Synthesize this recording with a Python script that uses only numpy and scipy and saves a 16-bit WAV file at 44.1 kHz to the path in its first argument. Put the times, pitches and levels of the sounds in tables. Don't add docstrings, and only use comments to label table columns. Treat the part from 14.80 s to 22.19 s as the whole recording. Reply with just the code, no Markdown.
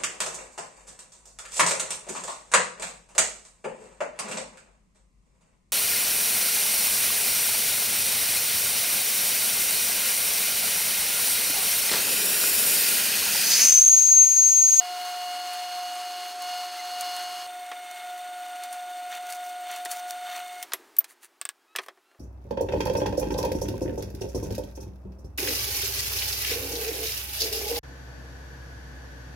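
import sys
import numpy as np
from scipy import signal
from scipy.fft import rfft, irfft, next_fast_len
from scipy.io import wavfile

SR = 44100
rng = np.random.default_rng(int(sys.argv[2]) if len(sys.argv) > 2 else 0)


def dump(signal):
    limited = np.clip(np.atleast_2d(signal).T, -1, 1)
    pcm = np.round(limited * 32767).astype(np.int16)
    wavfile.write(sys.argv[1], SR, pcm)


N = 325899
T = np.arange(N) / SR
MOVE_S, STOP_S = 2.666, 5.845
WHINE_HZ = 720.1
RATTLE_DB = (-45, -50)
SCRAPE_DB = (-49.5, -53)


def amp(db):
    return 10 ** (np.asarray(db) / 20)


def unit(x):
    return x / np.sqrt(np.mean(x ** 2) + 1e-20)


def in_time(rows):
    s, *columns = np.transpose(rows)
    return [np.interp(T, s, c) for c in columns]


def by_place(levels_db):
    return amp(np.where(T < MOVE_S, *levels_db))


def drift(rate_hz):
    pole = np.exp(-80 * np.pi * rate_hz / SR)
    white = rng.standard_normal(N // 40 + 2002)
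    slow = signal.lfilter([1], [1, -2 * pole, pole * pole], white)[2000:]
    return np.interp(np.arange(N) / 40, np.arange(len(slow)), unit(slow))


def coloured(x, colour, resonances=()):
    size = next_fast_len(N // 2 + SR // 2) * 2
    hz = np.arange(size // 2 + 1) * SR / size + 1
    points = np.array(colour)
    db = np.interp(np.log(hz), np.log(points[:, 0]), points[:, 1])
    db -= 20 * np.log10(1 + (points[0, 0] / 2 / hz) ** 2)
    for centre, width, lift in resonances:
        db += lift / (1 + (2 * (hz - centre) / width) ** 2)
    cepstrum = irfft(np.log(amp(db)))[:size // 2]
    cepstrum[1:] *= 2
    return irfft(rfft(x, size) * np.exp(rfft(cepstrum, size)))[:N]


def band(x, low_hz, high_hz):
    edges = [low_hz, min(high_hz, .48 * SR)]
    return signal.sosfilt(signal.butter(2, edges, "band", fs=SR, output="sos"), x)


def add(out, s, sound):
    i = round(s * SR)
    out[i:i + len(sound)] += sound[:N - i]


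def burst(t60, crack_db, crack_t60, tail_db, tail_t60):
    t = T[:SR // 3]
    ring = amp(-60 * t / t60)
    crack = amp(crack_db - 60 * t / crack_t60)
    tail = amp(tail_db - 60 * t / tail_t60)
    return (ring + crack + tail) * rng.standard_normal(len(t))


def swells(rows):
    return sum(amp(2 * db) * np.exp(-np.minimum((2 * (T - s) / length) ** 2, 100))
               for s, length, db in rows)


def partial(phase, flutter_db):
    sway = .05 * flutter_db * drift(30)
    tone = np.sin(phase + rng.uniform(0, 2 * np.pi) + sway)
    return unit(tone * amp(flutter_db * drift(29)))


# t/s, level/dB
WHINE_LEVEL = [(0.0, -34.5), (0.11, -34), (0.82, -34), (0.87, -36), (1.0, -33.5), (1.57, -38), (1.63, -34),
               (1.86, -34.5), (1.89, -38.5), (2.24, -33.5), (2.84, -39.5), (3.21, -41), (3.26, -37),
               (4.7, -37), (5.61, -36.5), (5.67, -41.5), (5.8, -41.5)]
# multiple of the whine, level before the load gain/dB
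OVERTONES_FIRST = [(.75, -68), (1.25, -59.5), (1.5, -56.5), (2, -53.5), (2.5, -65.5), (3, -56.5),
                   (3.75, -63), (4, -46), (4.75, -63), (5, -62), (6, -46.5), (6.5, -59), (7, -55.5),
                   (7.14, -63), (8.75, -66), (8.91, -61), (9, -65), (10.62, -68)]
# multiple of the whine, level before the shaft pulse/dB
OVERTONES_SECOND = [(1.25, -67.5), (1.5, -65), (3.999, -62.5), (4.97, -65), (5, -59.5), (6, -68)]
# multiple, base level/dB, change with whine/(dB per dB), change with crunch/(dB per dB)
LOW_HARMONICS = [(2, -53.5, 1.6, 0.17), (3, -58.5, -1.8, 1.06)]
WHISTLE_HZ, WHISTLE_DB = 8597, (-58.5, -57)
WHINE_SKIP_RAD = 0.34


def motor(first, bite_db, feed_db):
    wander = .0005 * drift(3) + .0005 * drift(40)
    phase = 2 * np.pi * np.cumsum(WHINE_HZ * (1 + wander)) / SR + WHINE_SKIP_RAD * (T > MOVE_S)
    whine_db, = in_time(WHINE_LEVEL)
    whine = amp(whine_db) * partial(phase, flutter_db=0.68)

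    throb = 1 + .55 * np.cos(phase / 4)
    near = np.zeros(N)
    for k, db in OVERTONES_FIRST:
        near += amp(db) * partial(k * phase, flutter_db=1.3) * (throb if k > 5.5 else 1)
    near *= amp(1.23 * bite_db - 0.73)

    turn = phase / 24
    pulsing = unit(amp(5 * np.cos(turn) + 2.5 * np.cos(2 * turn)))
    far = pulsing * sum(amp(db) * partial(k * phase, flutter_db=2.5) for k, db in OVERTONES_SECOND)
    swing_db = whine_db - whine_db[(T > MOVE_S) & (T < STOP_S)].mean()
    crunch_db = feed_db - RATTLE_DB[1]
    for k, db, with_whine, with_crunch in LOW_HARMONICS:
        level_db = db + with_whine * swing_db + with_crunch * crunch_db
        far += amp(level_db) * partial(round(k) * phase, flutter_db=1.5)

    whistle = partial(2 * np.pi * WHISTLE_HZ * T + .9 * drift(10), flutter_db=1.5)
    return whine + first * near + (1 - first) * far + by_place(WHISTLE_DB) * whistle


# t/s, level/dB
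BITE_LEVEL = [(0.0, -46), (0.54, -45.5), (1.52, -47.5), (1.58, -67), (1.62, -45), (1.8, -43.5), (1.93, -50),
              (2.31, -43), (2.64, -49)]
# middle t/s, length/s, rattle feed level/dB, scrape level/dB
BIT_CRUNCHES = [(0.274, 0.062, -46, -55), (.73, 0.1, -47, -61), (2.225, 0.11, -48, -57),
                (2.387, .06, -44.5, -54), (3.193, 0.2, -50.5, -62), (3.844, 0.043, -47, -56),
                (3.945, .05, -50.5, -52), (4.343, 0.074, -42.5, -48.5), (4.514, 0.074, -46, -44.5),
                (4.666, .08, -59, -51), (4.932, 0.094, -42, -52), (5.117, 0.033, -45, -42),
                (5.156, 0.068, -47, -43), (5.3, 0.046, -56, -44.5), (5.48, 0.094, -46.5, -54),
                (5.555, 0.088, -42, -48.5)]
SCRAPE_FOLLOWS = 0.68


def load():
    bite_db, = in_time(BITE_LEVEL)
    bite_db = (bite_db - bite_db[T < MOVE_S].mean()) * (T < MOVE_S)
    rattle_swells = swells([(s, length, db) for s, length, db, _ in BIT_CRUNCHES])
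    scrape_swells = swells([(s, length, db) for s, length, _, db in BIT_CRUNCHES])
    shaking = by_place(RATTLE_DB) ** 2 + rattle_swells
    scraping = (by_place(SCRAPE_DB) * amp(SCRAPE_FOLLOWS * bite_db)) ** 2 + scrape_swells
    return bite_db, 10 * np.log10(shaking), 10 * np.log10(scraping)


BELT_TURN_S, BELT_PEAK_S, BELT_SWING_DB = .126, 1.071, 0.4


def rattle(feed_db, colour, resonances, throb_db):
    crunch = np.clip((feed_db + 49.5) / 5, 0, 1) * (T > MOVE_S)
    grains = amp(2.5 * crunch * (drift(250) - .3))
    belt_db = BELT_SWING_DB * np.cos(2 * np.pi * (T - BELT_PEAK_S) / BELT_TURN_S)
    motor_db = throb_db * np.sin(np.pi / 2 * WHINE_HZ * T)
    shake = rng.standard_normal(N) * grains * amp(belt_db + motor_db + 0.64 * drift(30))
    sound = band(coloured(shake, colour, resonances), 320, 19700)
    return amp(feed_db - 2.5) * sound / np.std(band(sound, 850, 2000))


# f/Hz, relative level/dB
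COLOUR_FIRST = [(400, -30.5), (650, -21.5), (1000, -15), (1500, -14), (2400, -16), (3400, -14), (3950, -18),
                (4800, -20), (5400, -22), (7000, -23), (9500, -25), (12500, -27), (15800, -38)]
COLOUR_SECOND = [(400, -20), (650, -25), (1000, -12), (1250, -6.5), (1700, -10.5), (2500, -9),
                 (3300, -13.5), (3850, -14), (4600, -13), (5200, -23), (5800, -16.5), (8300, -16),
                 (10800, -33), (15800, -21)]
# f/Hz, width/Hz, lift/dB
RESONANCES_FIRST = [(394, 33, 3.5), (740, 77, 3.4), (1090, 97, 5.8), (1368, 58, 6.5), (2845, 75, 4.7),
                    (4130, 85, 9.5), (4304, 56, 10), (4474, 93, 12.6), (5130, 150, 9), (5580, 130, 4.8),
                    (6390, 160, 12.6), (7220, 120, 4.9), (7720, 150, 4.2), (11000, 250, 3.6),
                    (11750, 250, 3)]
RESONANCES_SECOND = [(701, 147, 27.8), (897, 54, 10.5), (1427, 94, 8.4), (1926, 570, 6.1), (3010, 630, 7.4),
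                     (3620, 196, 10.1), (4300, 160, 8.8), (5900, 260, 4.2), (7340, 70, 1.3),
                     (9360, 83, 2.8), (11600, 250, 22), (13000, 210, 3.3)]
FRAME_FOLLOWS = 0.17


def frame(first, bite_db, feed_db):
    near = rattle(feed_db, COLOUR_FIRST, RESONANCES_FIRST, throb_db=0.4)
    far = rattle(feed_db, COLOUR_SECOND, RESONANCES_SECOND, throb_db=-1.2)
    return first * amp(FRAME_FOLLOWS * bite_db) * near + (1 - first) * far


# f/Hz, relative level/dB
SCRAPE_COLOUR = [(1500, -13), (4000, -2.5), (6500, 1.5), (9500, 1), (11000, -1.5), (15500, 0.5)]
# f/Hz, width/Hz, lift/dB
BLANK_RESONANCES = [(4490, 520, 7.5), (6060, 320, 7.5), (6900, 260, 5.5), (9550, 390, 5.5), (13100, 416, 3),
                    (15000, 450, 3)]
# t/s, relative level/dB, ring t60/s
CHIP_SNAPS = [(.7333, -25, .05), (1.1514, -29, .03), (1.621, -24.5, 0.037), (2.209, -14.5, 0.03),
              (2.3648, -23.5, 0.033), (3.112, -27.5, .025), (3.377, -33, 0.048), (3.836, -23.5, 0.045),
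              (3.9276, -26.5, 0.069), (4.5015, -25, .05), (4.5239, -20.5, 0.028), (4.9133, -24, .04),
              (4.961, -25, .05), (5.0508, -18, 0.03), (5.106, -29, .06), (5.1132, -18.5, 0.093),
              (5.308, -11.5, 0.0056)]
CRUMBS_PER_S, CRUMB_DB, CRUMB_T60_S = 45, -0.5, .012


def cutting(scrape_db):
    fractures = (rng.random(N) < 4500 / SR) * rng.standard_normal(N)
    grains = unit(fractures * amp(1.7 * drift(140)))
    cracks = (rng.random(N) < CRUMBS_PER_S / SR) * rng.uniform(-1, 1, N)
    crumb = burst(CRUMB_T60_S, crack_db=0, crack_t60=.003, tail_db=-30, tail_t60=.06)
    crumbs = unit(signal.fftconvolve(cracks, crumb)[:N])
    grabbing = np.clip((scrape_db - SCRAPE_DB[1]) / 8, .2, 1) * np.where(T < MOVE_S, .6, 1)
    debris = grains + amp(CRUMB_DB) * grabbing * crumbs
    scrape = amp(scrape_db) * unit(coloured(debris, SCRAPE_COLOUR, BLANK_RESONANCES))

    snaps = np.zeros(N)
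    for s, db, t60 in CHIP_SNAPS:
        snap = burst(t60, crack_db=-5.0, crack_t60=0.29 * t60, tail_db=-40, tail_t60=0.11)
        add(snaps, s, amp(db - 8.5) * snap)
    snap_colour = [(2000, -6.5), (5000, -7), (9500, 0), (12000, -6.0), (15500, -8)]
    return scrape + coloured(snaps, snap_colour, BLANK_RESONANCES)


CHIRP_S, CHIRP_DB = 6.184, -7
CHIRP_ATTACK_S, CHIRP_HOLD_S, CHIRP_T60_S = 0.003, 0.0083, .012
CHIRP_RING_DB, CHIRP_RING_T60_S = -10, .048
CHIRP_FROM_HZ, CHIRP_TO_HZ, CHIRP_GLIDE_S = 15000, 14400, .006


def chirp():
    t = np.clip(T - CHIRP_S, 0, 1)
    hz = CHIRP_TO_HZ + (CHIRP_FROM_HZ - CHIRP_TO_HZ) * np.exp(-(t / CHIRP_GLIDE_S) ** 2)
    jitter = 1 + 0.013 * drift(399.5)
    tone = np.sin(2 * np.pi * np.cumsum(hz * jitter) / SR)
    friction = amp(-35) * unit(band(rng.standard_normal(N), 6500, 14000))
    attack = np.minimum(t / CHIRP_ATTACK_S, 1) ** 2
    released = np.maximum(t - CHIRP_HOLD_S, 0)
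    ring_db = CHIRP_RING_DB - 60 * released / CHIRP_RING_T60_S
    fall_db = np.maximum(-60 * released / CHIRP_T60_S, ring_db)
    return attack * amp(CHIRP_DB + fall_db) * (tone + friction)


# t/s, relative level/dB
CLAMP_TICKS = [(6.614, -13.5), (6.6528, -12), (6.69, -13.5)]
# f/Hz, relative level/dB
CLAMP_TICK_COLOUR = [(350, -7.5), (700, -7), (1600, 1), (3600, -0.5), (5500, -2.5), (7000, -10), (8400, 0),
                     (10700, -17), (13000, -10), (15500, -7)]
# f/Hz, width/Hz, lift/dB
TICK_RESONANCES = [(700, 94, 11), (1130, 110, 11), (1640, 220, 8.5), (2630, 180, 3), (3560, 220, 5.5)]


def ticks(snap_hz=8400, snap_s=0.00014, snap_db=2.5):
    wood, snaps, t = np.zeros(N), np.zeros(N), T[:SR // 100]
    shared = burst(t60=.055, crack_db=4.0, crack_t60=0.0077, tail_db=-36, tail_t60=0.13)
    snap = (t / snap_s) ** 2 * np.exp(-t / snap_s) * np.sin(2 * np.pi * snap_hz * t)
    for s, db in CLAMP_TICKS:
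        own = burst(t60=0.056, crack_db=0, crack_t60=.006, tail_db=-38, tail_t60=.15)
        add(wood, s, amp(db - 18.0) * (0.91 * shared + .5 * own))
        add(snaps, s, amp(db + snap_db) * snap)
    return band(coloured(wood, CLAMP_TICK_COLOUR, TICK_RESONANCES), 380, 20000) + snaps


# t/s, relative level/dB, strongest f/Hz, fall away from it/(dB per octave squared)
WOOD_KNOCKS = [(2.916, -35, 1490, 3.5), (5.057, -37, 3300, 1.2), (5.8272, -33.5, 8000, 2.7),
               (5.92, -35.5, 2250, 4), (5.9344, -26.5, 12000, 0.65), (6.166, -41.5, 15000, 1.4),
               (6.206, -48, 5000, 0.8), (6.243, -42, 5200, 2.5), (6.9524, -37, 1150, 6),
               (6.961, -28, 4100, 2.5), (6.986, -30.5, 2700, 6), (6.988, -32, 1010, 3.5),
               (7.034, -53, 1900, 3), (7.062, -55, 400, 0), (7.084, -42, 1300, 1.6), (7.174, -61, 900, 2),
               (7.314, -66, 1000, 1.3), (7.347, -64, 500, 2)]
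# low f/Hz, high f/Hz, ring t60/s
RING_BANDS = [(268, 690, 0.084), (830, 2270, 0.066), (2140, 4660, 0.048), (5000, 10500, 0.037),
              (10340, 15000, 0.035)]
# f/Hz, width/Hz, lift/dB
CLAMP_RESONANCES = [(378, 58, 10.5), (675, 51, 10.5), (1160, 140, 3), (1900, 400, 5.5), (2520, 200, 3),
                    (3280, 140, 6), (3990, 200, 3.5), (5200, 200, 6), (5880, 170, 5.5), (7050, 800, -1),
                    (9630, 730, 2), (12700, 900, -1)]
PING_S, PING_HZ, PING_DB, PING_T60_S = 5.935, 11360, -29, .065


def knocks():
    out, t = np.zeros(N), T[:SR // 3]
    for s, db, strongest_hz, fall_db in WOOD_KNOCKS:
        for low, high, t60 in RING_BANDS:
            octaves = np.log2(np.sqrt(low * high) / strongest_hz)
            contact = burst(t60, crack_db=-2.5, crack_t60=0.0092, tail_db=-26.5, tail_t60=0.22)
            ring = band(contact, low, high)
            add(out, s, amp(db - fall_db * octaves ** 2) * ring / np.std(ring[:SR // 125]))
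    knock_colour = [(230, -10), (340, -4.5), (1000, 0.5), (4000, -5.0), (15000, -1.5)]
    out = coloured(out, knock_colour, CLAMP_RESONANCES)
    add(out, PING_S, amp(PING_DB - 60 * t / PING_T60_S) * np.sin(2 * np.pi * PING_HZ * t))
    return out


# middle t/s, length/s, level/dB
WOOD_SLIDES = [(6.307, 0.035, -52), (6.442, 0.029, -48.5), (7.035, 0.03, -54)]
# middle t/s, length/s, level/dB
TABLE_DRAGS = [(6.0, 0.023, -53.5), (6.07, .08, -62.5)]
# start t/s, end t/s, start f/Hz, end f/Hz, level of the fundamental/dB
FAINT_SQUEAKS = [(1.987, 2.01, 2100, 2030, -38), (6.775, 6.88, 1580, 1670, -74),
                 (6.861, 6.973, 1240, 1334, -64.5), (7.215, 7.383, 1325, 1415, -70)]


def handling():
    grit = rng.standard_normal(N) * amp(3.0 * drift(310))
    slide_colour = [(700, -6), (1800, 4), (5000, -8), (9000, 0), (15000, -7)]
    out = np.sqrt(swells(WOOD_SLIDES)) * unit(coloured(grit, slide_colour, BLANK_RESONANCES))
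    out += np.sqrt(swells(TABLE_DRAGS)) * unit(band(rng.standard_normal(N), 290, 460))
    for start, end, start_hz, end_hz, level_db in FAINT_SQUEAKS:
        along = np.linspace(0, 1, int(max(end - start, .01) * SR))
        phase = 2 * np.pi * np.cumsum(start_hz + (end_hz - start_hz) * along) / SR
        tone = np.sin(phase) + .7 * np.sin(2 * phase) + .45 * np.sin(3 * phase)
        add(out, start, amp(level_db) * np.sin(np.pi * along) * tone)
    return out


# f/Hz, relative level/dB
FAN_COLOUR = [(20, -23), (135, -35), (175, -10), (220, -18.5), (280, 1.5), (380, 4), (510, -10), (580, -9),
              (800, -16), (2000, -29)]
FAN_DB = (-65.5, -69)


def cooling_fan():
    return by_place(FAN_DB) * unit(coloured(rng.standard_normal(N), FAN_COLOUR))


# f/Hz, relative level/dB
ROOM_COLOUR = [(30, -29), (130, -34.5), (200, -22.5), (290, -7.5), (370, -3), (520, -12), (800, -6.5),
               (1600, -9.5), (2700, -15), (4200, -18), (9000, -22), (15800, -26.5)]
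ROOM_DB = -67
WASH_DB = (-56, -60)
COAST_DB, COAST_T60_S = -52, 2.1


def room():
    coast = amp(COAST_DB - 60 * np.maximum(T - STOP_S, 0) / COAST_T60_S)
    wash = np.where(T < STOP_S, by_place(WASH_DB), coast)
    return np.hypot(amp(ROOM_DB), wash) * unit(coloured(rng.standard_normal(N), ROOM_COLOUR))


def scene():
    first = np.clip((MOVE_S - T) / 0.0045, 0, 1)
    running = np.clip((STOP_S - T) / .03 + .5, 0, 1)
    bite_db, feed_db, scrape_db = load()
    machine = motor(first, bite_db, feed_db) + frame(first, bite_db, feed_db)
    machine += cutting(scrape_db) + cooling_fan()
    mono = running * machine + chirp() + ticks() + knocks() + handling() + room()
    return np.array([mono, mono])


def record(dry):
    return signal.sosfilt(signal.ellip(12, .2, 80, 15820, fs=SR, output="sos"), dry)


dry = scene()
out = record(dry)
dump(out)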